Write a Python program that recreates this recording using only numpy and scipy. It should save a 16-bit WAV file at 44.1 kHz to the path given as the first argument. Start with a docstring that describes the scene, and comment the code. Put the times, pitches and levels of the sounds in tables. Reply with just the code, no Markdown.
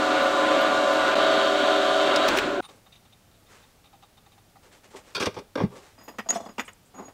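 """A geared drill press whines and roars as it taps a hole in steel, reverses, is switched off and coasts.
Its gear teeth tick in the housing and swarf snaps off the tap; the machine sound is then cut off.
In the quiet workshop, fingers spin a bolt into the thread with short scrapes, sleeves brush the vise,
and blows knock it open, ringing the iron and shaking the bench.
The steel plate is lifted out, tinkling and scraping on the jaws."""
import sys
import numpy as np
from scipy import signal
from scipy.fft import rfft, irfft, next_fast_len
from scipy.io import wavfile
from scipy.ndimage import uniform_filter1d

SR = 44100
rng = np.random.default_rng(int(sys.argv[2]) if len(sys.argv) > 2 else 0)


def master(y):
    """Save y as 16-bit WAV."""
    cut = np.clip(np.atleast_2d(y).T, -1, 1)
    pcm = np.round(cut * 32767)  # scale
    wavfile.write(sys.argv[1], SR, pcm.astype(np.int16))


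N = 314433
REVERSE_S, OFF_S, CUT_S = 1.15, 2.29, 2.608
BLOW_RISE_S, BLOW_RISE_SHARE, BLOW_HOLD, CRACK_S = 0.00088, 0.11, 1.18, 0.0016
SCRAPE_RISE_S, SCRAPE_HOLD = 0.0046, 2.3
SPOT_DB, SPOT_RATE_HZ = 2.5, 25  # a wandering contact point favours changing modes


def undb(db):
    """Decibels to gain."""
    return 10 ** (np.asarray(db) / 20)


def unit(x):
    """Scale to rms 1."""
    return x / np.sqrt(np.mean(x ** 2))


def walk(rate_hz, size=N):
    """Smoothed random steps, rms 1."""
    step = int(SR / rate_hz)
    held = np.repeat(rng.standard_normal(size // step + 1), step)
    return unit(uniform_filter1d(uniform_filter1d(held, step), step)[:size])


def coloured(points):
    """Noise shaped by (freq_hz, level_db) points, rms 1."""
    hz, db = np.transpose(points)
    n = next_fast_len(N)
    bins_hz = np.maximum(np.arange(n // 2 + 1) * SR / n, 1)
    gain = undb(np.interp(np.log(bins_hz), np.log(hz), db))
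    return unit(irfft(rfft(rng.standard_normal(n)) * gain, n)[:N])


def ring(force, modes, steep=False, spot_db=0):
    """Drive (pitch_hz, width_hz, level_db) modes at about unit noise gain; steep filters twice."""
    active = np.flatnonzero(force)
    span = slice(active[0], active[-1] + SR // 5)
    drive = force[span]
    out = np.zeros(N)
    for k, (hz, width_hz, db) in enumerate(modes):
        mode = signal.iirpeak(hz, hz / width_hz, SR)
        coupling = undb(spot_db * walk(SPOT_RATE_HZ, len(drive))) if spot_db else 1
        motion = signal.lfilter(*mode, drive * coupling)
        if steep:
            motion = np.sqrt(2) * signal.lfilter(*mode, motion)
        out[span] += (-1) ** k * undb(db) * motion / np.sqrt(np.pi * width_hz / SR)
    return out / np.sqrt(sum(undb(2 * db) for _, _, db in modes))


def pressure(start_s, level_db, rise_s, decay_s, hold=1.2):
    """Each touch rises and lets go; a higher hold lingers, then stops short."""
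    force = np.zeros(N)
    for start, gain, rise, decay in np.broadcast(start_s, undb(level_db), rise_s, decay_s):
        i = int(start * SR)
        t = np.arange(min(N - i, int((rise + 6 * decay) * SR))) / SR
        release = np.exp(-(np.maximum(t - rise, 0) / decay) ** hold)
        force[i:i + len(t)] += gain * np.minimum(t / rise, 1) * release
    return force


def bursts(start_s, level_db, rise_s, decay_s, hold=1.0, grain_db=2.0):
    """Contact pressure acting through noise grains of uneven size."""
    force = pressure(start_s, level_db, rise_s, decay_s, hold)
    active = np.flatnonzero(force)
    sizes = undb(grain_db * rng.standard_normal(len(active) // 64 + 1))
    grains = np.repeat(sizes, 64)[:len(active)]
    force[active] *= unit(grains * rng.standard_normal(len(active)))
    return force


def stages(t, cutting_db, backing_db, coasting_db):
    """Gain that steps at the reversal and at switch-off."""
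    corners_s = [REVERSE_S - 0.005, REVERSE_S + 0.0034, OFF_S - 0.01, OFF_S + 0.019]
    return undb(np.interp(t, corners_s, [cutting_db, backing_db, backing_db, coasting_db]))


def run_down(t, powered_db, off_db, db_per_s, unload_s=0.029):
    """Gain that jumps as the load comes off, then drifts while the gears coast."""
    jump_db = np.interp(t, [OFF_S - unload_s, OFF_S], [powered_db, off_db])
    return undb(jump_db + db_per_s * np.maximum(t - OFF_S, 0))


# Gear and motor tones: pitch_hz
WHINE_HZ = (263.6, 306.5, 396, 547, 585.6, 647.2, 712, 732, 757, 893, 1024, 1161, 1195, 1329, 1440, 1463,
            1610, 1752, 2196, 2782, 3818)
# Per tone: cutting_db, backing_db, flutter_hz
WHINE_LEVELS = [(-42, -45.5, 30), (-35, -36, 30), (-39.5, -32, 30), (-29, -32, 26), (-31, -28, 18),
                (-30.5, -25.5, 16), (-64, -40, 21), (-32.5, -32, 20), (-40.5, -42.5, 33), (-42.5, -65, 50),
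                (-32.5, -36.5, 38), (-33.5, -37.5, 60), (-37, -35.5, 80), (-38, -38, 57), (-33.5, -36, 60),
                (-36, -40, 50), (-43.5, -46, 21), (-45, -44.5, 32), (-44.5, -48, 40), (-45, -45, 31),
                (-44, -39, 32)]
def whines(t):
    """Gears and motor: firm tones, each in a fluttering halo."""
    out = 0
    for hz, (cutting_db, backing_db, flutter_hz) in zip(WHINE_HZ, WHINE_LEVELS):
        steady = 85 / flutter_hz
        halo = walk(flutter_hz) + 1j * walk(flutter_hz)
        phasor = (steady + halo) / np.sqrt(1 + steady ** 2 / 2)
        tone = np.imag(phasor * np.exp(2j * np.pi * hz * t))
        out += stages(t, cutting_db, backing_db, coasting_db=-60) * tone
    return out


# Gear housing modes: pitch_hz, width_hz, level_db
HOUSING_MODES = [(3025, 160, -3), (3290, 130, -2), (3600, 200, -1), (3800, 220, 0), (4020, 250, -5),
                 (4400, 350, -9), (4478, 50, -9)]
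def gear_teeth(t, mesh_hz=131.65, jitter=0.0015, spread_db=2.1):
    """Teeth tick as they meet and their flanks scuff; both ring the housing."""
    count = int(N / SR * mesh_hz) - 2
    at = (1 + np.arange(count) + jitter * rng.standard_normal(count)) * SR / mesh_hz
    size = undb(spread_db * rng.standard_normal(count))
    impacts = np.zeros(N)
    impacts[at.astype(int)] = size * (1 - at % 1)  # split between adjacent samples
    impacts[at.astype(int) + 1] = size * (at % 1)
    ticks = unit(ring(impacts, HOUSING_MODES))
    scuff = undb(1.5 * walk(11.57)) * ring(rng.standard_normal(N), HOUSING_MODES)
    return stages(t, -40.5, -35, -66) * ticks + stages(t, -60, -35, -74) * scuff


# Running noise spectra: freq_hz, level_db
ROAR_SPECTRUM = [(35, -68), (60, -37.5), (177, -20.5), (297, -7.5), (404, -10), (481, -13.5), (572, -5),
                 (735, -10), (825, -12.5), (1020, -11), (1100, -11.5), (1470, -8.5), (1850, -17),
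                 (3780, -19.5), (6000, -52), (7800, -70), (13200, -120)]
HISS_SPECTRUM = [(2350, -41), (4000, -1), (5280, -9.5), (7390, -10.5), (8760, -16.5), (9930, -26.5),
                 (12000, -27), (15600, -34)]
def running_noise(t):
    """Roar, hiss and rumble of the press jump up at switch-off, then fade."""
    roar = run_down(t, -26, -21.5, db_per_s=-49.5) * undb(1.3 * walk(8.86)) * coloured(ROAR_SPECTRUM)
    hiss = run_down(t, -40, -37, db_per_s=-48) * undb(0.5 * walk(41.6)) * coloured(HISS_SPECTRUM)
    rumble = ring(rng.standard_normal(N), [(42, 200, 0)], steep=True)
    return roar + hiss + run_down(t, -57, -43, db_per_s=-26) * rumble


# Steel chips: start_s, level_db, centre_hz, decay_s
SWARF_CHIPS = [(.228, -53, 14100, .012), (.606, -52, 12500, .02), (.935, -46, 12000, .002),
               (2.755, -66, 9000, .025), (6.03, -58, 13900, .03), (6.074, -59, 13000, 0.038),
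               (6.645, -55, 8000, 0.033), (6.732, -49.5, 7900, 0.0027), (6.85, -65, 7800, .03)]
def swarf(q=3.2):
    """Chips snap off the tap, fall and slide: small bright ticks and rustles."""
    out = 0
    for start_s, db, hz, decay_s in SWARF_CHIPS:
        force = bursts(start_s, db, 0.25 * decay_s, decay_s, SCRAPE_HOLD)
        out += ring(force, [(hz, hz / q, 0)], steep=True)
    return out


# Lever and switch clicks: start_s, thud_db, snap_db, fizz_db, rise_s
SWITCH_CLICKS = [(2.159, -25, -20, -52, 0.0015), (2.278, -21, -26, -34, 0.009),
                 (2.362, -27, -33.5, -37, .014), (2.385, -16, -32, -41, 0.0021)]
def switch(decay_s=0.0049):
    """Bright snaps, each with a dull thud through the column."""
    start_s, thud_db, snap_db, fizz_db, rise_s = np.transpose(SWITCH_CLICKS)
    thud = ring(bursts(start_s, thud_db, rise_s, decay_s), [(1100, 520, -9), (2590, 560, 0)])
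    snap = ring(bursts(start_s, snap_db, rise_s, decay_s), [(5000, 2600, 0)], steep=True)
    fizz = ring(bursts(start_s, fizz_db, rise_s, decay_s), [(13100, 22000, 0)], steep=True)
    return thud + snap + fizz


# Casting modes: pitch_hz, width_hz, level_db
CASTING_MODES = [(298, 133, -3.5), (391.6, 66, 0.5), (575, 61, -1.5), (712, 71, -6), (1035, 93, -11.5),
                 (1437, 130, -6)]
def groan(t):
    """Free teeth shake the casting, louder as the press coasts."""
    casting = ring(rng.standard_normal(N), CASTING_MODES, steep=True)
    return run_down(t, -55, -33, db_per_s=20.3) * casting


# Workshop background spectrum: freq_hz, level_db
HUSH_SPECTRUM = [(12, -37), (20, 4), (191, 2.5), (352, -4), (812, -5), (1040, -11.5), (1170, -8),
                 (1720, -12.5), (3650, -14), (15600, -21)]
def workshop_hush(hush_db=-59, hum_hz=102.3, hum_db=-69.5):
    """Quiet, slightly wavering noise with a faint low hum."""
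    hush = undb(hush_db + 0.27 * walk(3.3)) * coloured(HUSH_SPECTRUM)
    hum = ring(rng.standard_normal(N), [(hum_hz, 8.0, 0)], steep=True)
    return hush + undb(hum_db) * hum


# Bolt turning in the thread: start_s, level_db, hardness_db, decay_s
BOLT_SCRAPES = [(2.623, -50, 2, 0.027), (2.645, -50, 2, 0.013), (2.685, -53.5, 0, 0.013),
                (2.859, -58.5, 1, 0.02), (2.919, -51, 15, .025), (2.952, -53, 10, 0.02),
                (3.0464, -60.5, 5, 0.022), (3.122, -54.5, 12, .012), (3.31, -64, 10, .008),
                (3.337, -63, 15, .022), (3.46, -62, 7, 0.022), (3.621, -60, 6, .02), (3.84, -57, 9, 0.034),
                (3.925, -61.5, -3, 0.029), (4.022, -56, -2, 0.023), (4.17, -56.5, 3, 0.015),
                (4.259, -61, -4.5, .012), (4.316, -60, 5, .025), (4.375, -61.5, -5, 0.013),
                (4.553, -69.5, -14.5, 0.021)]
# Thread, shank, loose bolt and steel contact grit: pitch_hz, width_hz, level_db
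THREAD_MODES = [(2540, 680, -5), (3070, 210, -7), (3670, 150, 0), (4160, 1400, -7.5), (6000, 500, -16)]
SHANK_MODES = [(792, 150, 0.5), (1190, 330, -1), (2010, 600, -10.5)]
SEATING_MODES = [(8550, 150, -12), (9200, 99, 0)]
GRIT_BANDS = [(4600, 4600, 14), (8760, 4100, 6), (13000, 5300, 0)]
def bolt():
    """Scraping flanks ring thread and shank; the loose bolt tinkles on its first two touches."""
    start_s, db, hardness_db, decay_s = np.transpose(BOLT_SCRAPES)
    scrape = (SCRAPE_RISE_S, decay_s, SCRAPE_HOLD)
    chirp = ring(bursts(start_s, db, *scrape), THREAD_MODES)
    shank = ring(bursts(start_s, db - hardness_db, *scrape), SHANK_MODES, steep=True, spot_db=SPOT_DB)
    grit = ring(bursts(start_s, db - 8 - 0.45 * hardness_db, *scrape), GRIT_BANDS)
    tinkle = ring(bursts(start_s[:2], db[:2] - 6.5, SCRAPE_RISE_S, decay_s[:2]), SEATING_MODES)
    return chirp + shank + grit + tinkle


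# Brushes against the vise: start_s, level_db, hardness_db, decay_s
SLEEVE_BRUSHES = [(2.675, -47, 6, .05), (3.47, -47, 15, 0.12), (4.62, -49, 8.5, 0.046),
                  (4.708, -47, 13, 0.048), (4.83, -47.5, 9, 0.03), (4.9, -47.5, 14, 0.029),
                  (4.93, -50.5, -6.5, 0.033), (4.956, -37.5, 24, 0.026), (5.029, -48, 11, 0.11),
                  (5.7, -49, -3, 0.063), (5.749, -43, 10, 0.034), (5.81, -48.5, 24, 0.084)]
# Cloth rustle and vise body: pitch_hz, width_hz, level_db
RUSTLE_BANDS = [(1020, 2450, 4), (2500, 3800, 5.5), (7800, 3400, -3.5)]
THUMP_MODES = [(290, 121, -3), (398, 55, -1.5), (487, 130, 0), (600, 210, -5), (870, 180, -4),
               (1145, 260, -7)]
def sleeves(rise_share=0.49, hold=1.15):
    """Hands and sleeves rustle over the vise; softer touches thump more."""
    start_s, db, hardness_db, decay_s = np.transpose(SLEEVE_BRUSHES)
    brush = (rise_share * decay_s, decay_s, hold)
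    rustle = ring(bursts(start_s, db, *brush), RUSTLE_BANDS)
    thump = ring(bursts(start_s, db - hardness_db, *brush), THUMP_MODES, steep=True)
    return rustle + thump


# Blows on vise and handle: start_s, level_db, hardness_db, decay_s, bench_db, handle_db
VISE_BLOWS = [(5.148, -32, 5, 0.013, -40, -25), (5.164, -34, 1, 0.004, -55, -28),
              (5.172, -40.5, -3, 0.02, -55, -37), (5.198, -27, 1, 0.029, -41, -45),
              (5.223, -32.5, -2, 0.016, -54, -38), (5.256, -30, 6, 0.0086, -32, -40),
              (5.262, -31, -8, 0.012, -31, -35), (5.341, -49, 3, 0.02, -52, -58),
              (5.363, -41, -10, 0.023, -40.5, -55), (5.387, -42.5, 6, 0.0074, -51, -49),
              (5.554, -30, -9, 0.007, -40, -40), (5.571, -37.5, -10, 0.036, -40, -48),
              (5.6, -40, -14, 0.0058, -28, -56), (5.608, -42, -14, 0.0048, -22, -56),
              (5.615, -43.5, -10, 0.011, -25, -56), (5.632, -45, -10, 0.006, -19, -60),
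              (5.644, -49, -9, 0.009, -26, -62)]
# Vise iron, loose handle and bench: pitch_hz, width_hz, level_db
CLANK_MODES = [(1185, 150, 5), (1620, 130, 4), (2035, 240, 1), (2380, 160, -0.5), (2780, 170, -2),
               (3400, 190, -4), (3750, 200, -7), (5540, 150, -9)]
RASP_BANDS = [(4140, 1800, 1.5), (5970, 1200, 0.5), (8300, 1800, -8), (12000, 2100, -27)]
HANDLE_MODES = [(1010, 120, -4), (1420, 110, -1), (2450, 300, -1), (3310, 220, -2), (3640, 200, -4),
                (4600, 640, 0.5)]
BENCH_MODES = [(45, 66, -19), (110, 60, -5), (209, 120, -0.5)]
def vise():
    """Blows ring the iron, rattle the handle and shake the bench; harder ones are brighter."""
    start_s, db, hardness_db, decay_s, bench_db, handle_db = np.transpose(VISE_BLOWS)
    rise_s = BLOW_RISE_S + BLOW_RISE_SHARE * decay_s
    blow = (rise_s, decay_s, BLOW_HOLD)
    onset = (CRACK_S / 2, CRACK_S, BLOW_HOLD)
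    thump = ring(bursts(start_s, db - hardness_db, *blow), THUMP_MODES, steep=True)
    clank = ring(bursts(start_s, db, *blow), CLANK_MODES, spot_db=SPOT_DB)
    rasp = ring(bursts(start_s, db - 4 + 0.9 * hardness_db, *blow), RASP_BANDS)
    crack = ring(bursts(start_s, db - 11 + 0.8 * hardness_db, *onset), GRIT_BANDS)
    handle = ring(bursts(start_s, handle_db, rise_s, decay_s), HANDLE_MODES, steep=True)
    bench = ring(bursts(start_s, bench_db, rise_s, decay_s), BENCH_MODES, steep=True)
    return thump + clank + rasp + crack + handle + bench


# Clear plate modes: pitch_hz
PLATE_RING_HZ = (4980, 6742, 12500, 14050)
def plate_ring(t, start_s, mode_levels_db, rise_s, decay_s, linger_s=0.0053):
    """Wavering plate modes follow the contact pressure and ring on a little."""
    pole = np.exp(-1 / (linger_s * SR))
    out = 0
    for db, hz in zip(mode_levels_db, PLATE_RING_HZ):
        envelope = signal.lfilter([1 - pole], [1, -pole], pressure(start_s, db, rise_s, decay_s))
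        flicker = undb(3.2 * walk(170))
        tone = np.sqrt(2) * np.sin(2 * np.pi * hz * t + 1.04 * walk(110))
        out += envelope * flicker * tone
    return out


# Plate on the jaws: start_s, level_db, hardness_db, decay_s, low_ring_db, high_ring_db
PLATE_TOUCHES = [(5.9754, -52, -3, 0.045, -58.5, -66), (6.0094, -62, 3, .012, -73, -59),
                 (6.0294, -63, -11, 0.032, -71, -60), (6.0773, -38, -3, 0.021, -54, -55),
                 (6.134, -52, -27, 0.016, -76, -68), (6.1834, -31.5, 5.5, 0.014, -45, -64),
                 (6.258, -42, -19, 0.0092, -64, -61), (6.2876, -33, 0, 0.0073, -46, -17.5),
                 (6.3038, -30, 5, 0.0023, -48, -11), (6.307, -36.5, 0.5, 0.017, -60, -54),
                 (6.322, -39, -2, 0.032, -59, -59), (6.352, -34, -7, 0.022, -62, -61),
                 (6.397, -42, -21, 0.012, -67, -65), (6.423, -47, -23, 0.023, -71, -70),
                 (6.457, -39, -13, 0.011, -63, -83), (6.484, -41, -12, 0.019, -59, -56),
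                 (6.5797, -33, 4.5, 0.022, -58, -52), (6.594, -37.5, 17, 0.0075, -48, -35),
                 (6.678, -51, 16.5, 0.013, -63, -58), (6.937, -45.5, -15, 0.076, -80, -53.5),
                 (6.976, -40, -23, 0.041, -78, -71), (7.0494, -69, -5, 0.013, -71, -51),
                 (7.079, -49, -3.5, 0.015, -69, -72)]
# Broad plate modes: pitch_hz, width_hz, level_db
BODY_MODES = [(223, 91, -7), (456, 540, -7), (956, 760, -4.5)]
KNOCK_MODES = [(1180, 750, 6.5), (1480, 270, 7), (1887, 170, 4.5), (2800, 560, 4), (3630, 140, -7)]
def plate_knocks(t, soft_rise_s_per_db=0.0003):
    """The plate knocks and tinkles on the jaws; soft touches rise slower and sound duller."""
    start_s, db, hardness_db, decay_s, low_db, high_db = np.transpose(PLATE_TOUCHES)
    rise_s = BLOW_RISE_S + BLOW_RISE_SHARE * decay_s + soft_rise_s_per_db * np.maximum(-hardness_db, 0)
    blow = (rise_s, decay_s, BLOW_HOLD)
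    knock_db = db + hardness_db
    body = ring(bursts(start_s, db, *blow), BODY_MODES, steep=True)
    knock = ring(bursts(start_s, knock_db, *blow), KNOCK_MODES)
    grit = ring(bursts(start_s, db - 12 + 0.7 * hardness_db, *blow), GRIT_BANDS)
    clink = ring(bursts(start_s, high_db - 10.5, CRACK_S / 2, CRACK_S), GRIT_BANDS)
    shimmer_db = -61 + 0.63 * (knock_db + 30)  # top two modes grow with the knock
    tinkle = plate_ring(t, start_s, [low_db, high_db, shimmer_db, shimmer_db - 2], rise_s, decay_s)
    return body + knock + grit + clink + tinkle


# Plate sliding on the jaw: start_s, level_db, decay_s
PLATE_SLIDES = [(6.256, -42, 0.011), (6.289, -34.5, .045), (6.351, -31, 0.026), (6.394, -37, 0.013),
                (6.418, -39.5, 0.024)]
# Edge squeals: start_s, level_db, rise_s, decay_s
EDGE_SQUEALS = [(6.335, -36, 0.024, 0.0095), (6.395, -53, 0.0091, 0.024), (6.448, -49.5, 0.0057, 0.0087)]
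# Lowest bend and edge modes: pitch_hz, width_hz, level_db
BEND_MODE = [(680, 59, 0)]
EDGE_MODES = [(3420, 60, 2), (4310, 70, -4), (5260, 60, -4), (5990, 60, 1), (7710, 90, -8), (7970, 50, -3),
              (8900, 70, -11), (10400, 90, -19), (11400, 70, -18)]
def plate_scrapes():
    """The sliding plate hums in its lowest bend; its edge squeals along the jaw."""
    start_s, db, decay_s = np.transpose(PLATE_SLIDES)
    friction = bursts(start_s, db, SCRAPE_RISE_S, decay_s, SCRAPE_HOLD, grain_db=0.2)
    hum = ring(friction, BEND_MODE, steep=True)
    squeal = ring(bursts(*np.transpose(EDGE_SQUEALS)), EDGE_MODES)
    return hum + squeal


def room(direct, t60_s=0.32, tail_db=-17, build_s=0.0056):
    """A short diffuse tail from the workshop walls."""
    t = np.arange(int(0.4 * SR)) / SR
    tail = rng.standard_normal(len(t)) * undb(-60 * t / t60_s) * np.minimum(t / build_s, 1)
    tail /= np.sqrt(np.sum(tail ** 2))
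    return direct + undb(tail_db) * signal.fftconvolve(direct, tail)[:N]


def scene():
    """The machine sound dips at a splice, then is cut off; hand work follows over the hush."""
    t = np.arange(N) / SR
    press = whines(t) + gear_teeth(t) + running_noise(t) + switch() + groan(t)
    splice = undb(-15 * np.exp(-((t - REVERSE_S) / 0.0029) ** 2))
    cut = np.clip((CUT_S - t) / 0.0022, 0, 1)
    contacts = swarf() + bolt() + sleeves() + vise() + plate_knocks(t) + plate_scrapes()
    return (cut * splice * press + room(contacts) + workshop_hush())[None]


def record(dry, top_hz=15680):
    """A steep low-pass removes the highest treble."""
    return signal.sosfilt(signal.ellip(10, 0.2, 70, top_hz, fs=SR, output="sos"), dry)


dry = scene()
out = record(dry)
master(out)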